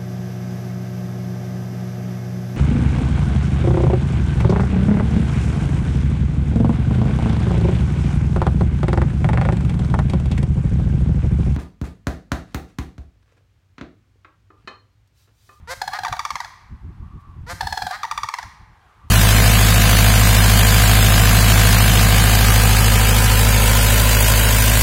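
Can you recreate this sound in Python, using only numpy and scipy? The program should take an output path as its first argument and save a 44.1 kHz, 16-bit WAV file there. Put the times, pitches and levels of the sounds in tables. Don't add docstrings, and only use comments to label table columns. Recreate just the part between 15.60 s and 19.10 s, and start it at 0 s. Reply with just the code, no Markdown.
import sys
import numpy as np
from scipy import signal
from scipy.fft import rfft, irfft
from scipy.io import wavfile
from scipy.ndimage import uniform_filter1d

SR = 44100
rng = np.random.default_rng(int(sys.argv[2]) if len(sys.argv) > 2 else 0)


def generate_wav(signal):
    frames = np.transpose(np.atleast_2d(signal))
    scaled = np.clip(frames, -1, 1) * 32767
    pcm = np.round(scaled).astype(np.int16)
    wavfile.write(sys.argv[1], SR, pcm)


def makeup_ratio(level_db):
    decades = np.asarray(level_db, float) / 20
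    return 10 ** decades


N = 154350


def evened(x):
    return x / np.sqrt(np.mean(x ** 2) + 1e-20)


def read(points, hz):
    f, value = np.transpose(points)
    return np.interp(np.log(hz + 1), np.log(f + 1), value)


def add(mix, s, sound):
    part = mix[round(s * SR):][:len(sound)]
    part += sound[:len(part)]


def coloured(db_of_hz):
    hz = np.fft.rfftfreq(N, 1 / SR)
    return evened(irfft(rfft(rng.standard_normal(N)) * makeup_ratio(db_of_hz(hz)), N))


def drift(hz):
    return coloured(lambda f: -12 * (f / hz) ** 2)


def air():
    # frequency in Hz, hiss level in dB per Hz.
    leaf_colour = [(180, -35.5), (300, -8.5), (577, -10.5), (907, -1), (1190, -3), (3240, -17), (4930, -23),
                   (15200, -36), (16500, -44.5)]
    # centre in seconds, spread in seconds, level in dB.
    rustles = [
        (1.61, 0.014, -70),
        (3.495, 0.012, -66.5),
    ]
    t = np.arange(N) / SR

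    def leaf_db(hz):
        below_300_hz = np.log2(np.maximum(300 / (hz + 1), 1))
        return read(leaf_colour, hz) - 12 * below_300_hz

    hiss = makeup_ratio(-60 + 1.1 * drift(2.4)) * coloured(leaf_db)
    stir = sum(makeup_ratio(db) * np.exp(-((t - s) / spread_s) ** 2) for s, spread_s, db in rustles)
    return hiss + stir * coloured(lambda hz: -2.5 * abs(np.log2((hz + 1) / 3000)))


def wind():
    # time in seconds, wind level in dB.
    gust = [
        (0.0, -47),
        (0.39, -50.5),
        (0.8, -55),
        (1.11, -50),
        (1.29, -43.5),
        (1.94, -41.5),
        (2.3, -53),
        (2.77, -56),
        (3.21, -56),
        (3.5, -59),
    ]
    # time in seconds, peak level in dB.
    buffets = [(0.032, -40.0), (0.111, -51), (0.179, -54), (0.278, -52), (0.323, -50), (0.431, -42),
               (0.518, -30.5), (0.739, -41.5), (0.85, -50.5), (1.13, -29), (1.232, -38.5), (1.303, -33.5),
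               (1.419, -28.5), (1.559, -29), (1.692, -38.5), (1.783, -31.5), (1.827, -35), (1.937, -32.5),
               (2.05, -28), (2.122, -33.5), (2.249, -32), (2.541, -47), (2.586, -44), (2.643, -40),
               (2.862, -35.5), (3.021, -39), (3.107, -45.5), (3.387, -49), (3.461, -38.0)]
    # frequency in Hz, rumble level in dB per Hz.
    rumble_colour = [(12, -45), (20, -16), (45, -1.5), (86, 1), (179, -11), (297, -25.5), (415, -38.5),
                     (480, -48), (620, -76.5), (1060, -120)]
    buffet_s, buffet_db = 0.021, -3.5
    gust_db, lump_db = -1.5, 3.5
    bite_db, bite_power = -26, 1.35
    t = np.arange(N) / SR

    level = makeup_ratio(np.interp(t, *np.transpose(gust)) + gust_db + lump_db * drift(16))
    level = level + sum(makeup_ratio(db + buffet_db) * np.exp(-((t - s) / buffet_s) ** 2) for s, db in buffets)
    rumble = coloured(lambda hz: read(rumble_colour, hz))
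    rumble = evened(rumble / np.sqrt(uniform_filter1d(rumble ** 2, size=1800) + 0.18))
    bite = coloured(lambda hz: -25 * np.log2((hz + 1) / 270) ** 2) * makeup_ratio(bite_db + 5.1 * drift(36))
    return level * (rumble + bite * (level / makeup_ratio(-33)) ** (bite_power - 1))


def meadow(birds):
    # frequency in Hz, time in seconds for the tail to fall 60 dB.
    tail_t60 = [(300, 0.46), (1000, 1), (2500, 0.95), (6000, 0.61), (14000, 0.53)]
    tail_tilt_db, near_t60_s = 3, .07
    echo_hz, echo_s, echo_spread_s = 1136, .98, 0.053
    turn_from_s, turn_to_s, turn_db = 1.8, 2.29, 3.5
    t = np.arange(int(1.6 * SR)) / SR

    hz, frame_s, z = signal.stft(rng.standard_normal(len(t)), SR, nperseg=256)
    tilt_db = tail_tilt_db * np.log2(hz / 1000 + 0.26)[:, None]
    decay_db = -60 * frame_s / read(tail_t60, hz)[:, None]
    tail = signal.istft(z * makeup_ratio(tilt_db + decay_db), SR, nperseg=256)[1][:len(t)]
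    tail = tail * np.minimum(t / 0.025, 1)

    near = rng.standard_normal(len(t)) * makeup_ratio(-60 * t / near_t60_s) * (t > .003)

    echo = signal.lfilter(*signal.iirpeak(echo_hz, 7.0, SR), rng.standard_normal(len(t)))
    echo = echo * np.exp(-((t - echo_s) / echo_spread_s) ** 2)

    parts = [(tail, -6), (near, -13), (echo, -42)]
    response = sum(makeup_ratio(db) * part / np.linalg.norm(part) for part, db in parts)
    now = np.arange(N) / SR
    facing = makeup_ratio(turn_db * ((now > turn_from_s) & (now < turn_to_s)))
    return birds + signal.fftconvolve(birds * facing, response)[:N]


def voiced(hz, pipe, extra_db, rasp, scatter=0):
    turns = np.cumsum(hz) / SR
    k = np.arange(1, len(extra_db) + 1)[:, None]
    rough = uniform_filter1d(rng.standard_normal((len(k), len(hz), 2)), size=24, axis=1)
    rough = rough * np.sqrt(24 * k * hz / 800)[..., None]
    rough = 1 + rasp * (rough[..., 0] + 1j * rough[..., 1])
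    phase = 2 * np.pi * k * turns + 0.59 * np.log(k) ** 2 + scatter
    waves = rough * np.exp(1j * phase)
    level = makeup_ratio(read(pipe, k * hz) + extra_db) * (k * hz < 17000)
    return -(level * waves.real).sum(0)


def croaks(rows, throat):
    glide, jitter, rasp = .17, .016, 0.14
    swell_db, peak_at, break_db = -11.5, .65, -28
    effort_tilt_db = 6
    out, t = np.zeros(N), np.arange(3400) / SR
    line = np.arange(1, 85)[:, None]
    between = line % 3 > 0
    for s, length_s, db, hz, third_db in rows:
        u = t / length_s
        off_peak = abs(u / peak_at - 1)
        lines_db = between * (third_db + break_db * np.clip(1 - u / .5, 0, 1))
        lines_db = lines_db + effort_tilt_db * (.25 - off_peak) * np.log2(np.maximum(line / 12, 1))
        edges = np.clip(np.minimum(t, length_s - t) / .002, 0, 1)
        env = makeup_ratio(swell_db * off_peak ** 1.9) * edges
        pitch = hz * (1 - glide * (1 - u) ** 2) / 3
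        pitch = pitch * (1 + jitter * u * evened(uniform_filter1d(rng.standard_normal(len(t)), size=250)))
        scatter = between * 2 * np.pi * rng.random(between.shape)
        note = evened(voiced(pitch, throat, lines_db, rasp, scatter))
        add(out, s, makeup_ratio(db) * env * note)
    return out


def rattle(rattles, pitches, pipe, ring, shape):
    rise_s, hold_s, fall_s, gap_s, after_share, sag = shape
    out, t = np.zeros(N), np.arange(800) / SR
    env = np.sin(np.pi / 2 * np.minimum(t / rise_s, 1)) ** 2
    env = env * np.exp(-np.maximum(t - rise_s - hold_s, 0) / fall_s)
    sagging = 1 + sag * (1 - np.minimum(t / (rise_s + hold_s), 2))
    dull_db = -4 * np.log2(np.arange(1, 23))[:, None]
    for beats, (top_hz, drop_hz, curve) in zip(rattles, pitches):
        first_s = beats[0][0]
        for s, db, after_db in beats:
            hz = top_hz - drop_hz * ((s - first_s) / .4) ** curve
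            steps_db = [0, after_db, after_db - 11.5]
            if s == first_s:
                steps_db = [0, after_db + 4, after_db + 4.6]
            for k, step_db in enumerate(steps_db):
                is_after = min(k, 1)
                pitch = hz * after_share ** is_after * sagging
                burst = env * voiced(pitch, pipe, dull_db * is_after, 0.16)
                add(out, s - rise_s / 2 + k * gap_s, makeup_ratio(db + step_db - 5) * burst)
    ringing = sum(makeup_ratio(db) * signal.lfilter(*signal.iirpeak(hz, hz / width_hz, SR), out)
                  for hz, width_hz, db in ring)
    return out + ringing


def low_crane():
    # beat time in seconds, peak level in dB, after-beat level in dB.
    rattles = [
        [(0.216, -14, -17), (0.277, -16, -9.5), (0.333, -18.5, -7), (0.388, -19, -11), (0.434, -19.5, -4),
         (0.481, -21, -8), (0.524, -23.5, -2), (0.565, -27, -12)],
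        [(2.008, -13, -15), (2.07, -15, -16), (2.125, -14.5, -11.5), (2.174, -15, -12), (2.22, -15, -12.5),
         (2.266, -17.5, -11), (2.309, -19.5, -11)],
    ]
    # top pitch in Hz, drop in Hz over 0.4 s, curve of the fall.
    pitches = [
        (840, 106, 1.9),
        (861, 156, 2.25),
    ]
    # frequency in Hz, level in dB.
    pipe = [(400, -8), (820, 2), (1700, -3), (2550, -22.5), (3400, -16), (4250, -8), (6500, -23.5),
            (14000, -35)]
    # frequency in Hz, width in Hz, level in dB.
    ring = [(747, 80, -4), (1570, 95, -11.5), (3360, 140, -6)]
    # rise, hold, fall, after-beat gap in seconds, after-beat pitch and sag as shares of pitch.
    beat = (.003, 0.0032, 0.0027, .0105, 0.91, 0.034)
    # start in seconds, length in seconds, level in dB, pitch in Hz, third-period lines in dB.
    croak_rows = [
        (.073, .068, -28.5, 535, -7),
        (1.864, .07, -31, 534.5, -2),
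    ]
    # frequency in Hz, level in dB.
    throat = [(350, -15), (560, 3), (1000, -2), (1650, -1), (2100, -5), (2800, -19.5), (4500, -11),
              (14000, -30)]
    return rattle(rattles, pitches, pipe, ring, beat) + croaks(croak_rows, throat)


def high_crane():
    # beat time in seconds, peak level in dB, after-beat level in dB.
    rattles = [
        [(0.4489, -12.5, -5), (0.5262, -12.5, -4.5), (0.5926, -11, -5.5), (0.6509, -12, -6.5),
         (0.7048, -12, -7), (0.7552, -12.5, -6), (0.8026, -14.5, -4), (0.846, -21, -4.5)],
        [(2.4319, -12.5, -5.5), (2.5122, -11, -4.5), (2.5765, -10.5, -7), (2.6329, -12, -4.5),
         (2.6873, -13.5, -8), (2.7387, -12, -8), (2.7856, -15.5, -4), (2.828, -21.5, -6)],
    ]
    # top pitch in Hz, drop in Hz over 0.4 s, curve of the fall.
    pitches = [
        (1158.3, 317, 4.14),
        (1173.6, 336, 3.72),
    ]
    # frequency in Hz, level in dB.
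    pipe = [(500, -13), (1150, 1), (2240, -9), (2900, -26), (3500, -14.5), (5800, -15), (8000, -29),
            (14000, -45)]
    # frequency in Hz, width in Hz, level in dB.
    ring = [(897, 115, -4), (1903, 140, -5.5), (3390, 130, -11)]
    # rise, hold, fall, after-beat gap in seconds, after-beat pitch and sag as shares of pitch.
    beat = (.0017, 0.0022, 0.0023, .0088, .8, 0.05)
    # start in seconds, length in seconds, level in dB, pitch in Hz, third-period lines in dB.
    croak_rows = [
        (.309, .07, -29, 637.3, -3),
        (2.297, .069, -29.5, 634, -3),
    ]
    # frequency in Hz, level in dB.
    throat = [(450, -21.5), (800, 2), (1300, 2), (2000, -0.5), (2600, -20), (4500, -13), (8000, -31),
              (14000, -50)]
    voice = rattle(rattles, pitches, pipe, ring, beat) + croaks(croak_rows, throat)
    return signal.sosfilt(signal.butter(2, 680, "high", fs=SR, output="sos"), voice)


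def scene():
    floor = signal.butter(2, 339, "high", fs=SR, output="sos")
    birds = signal.sosfilt(np.r_[floor, floor], low_crane() + high_crane())
    return (meadow(birds) + wind() + air())[None]


def low_pass(x):
    return signal.sosfilt(signal.butter(12, 16660, fs=SR, output="sos"), x)


def record(dry):
    edge = signal.firwin(255, 15900, window=("kaiser", 7), fs=SR)[None]
    mix = signal.oaconvolve(dry, edge, "same")
    return low_pass(mix)


dry = scene()
out = record(dry)
generate_wav(out)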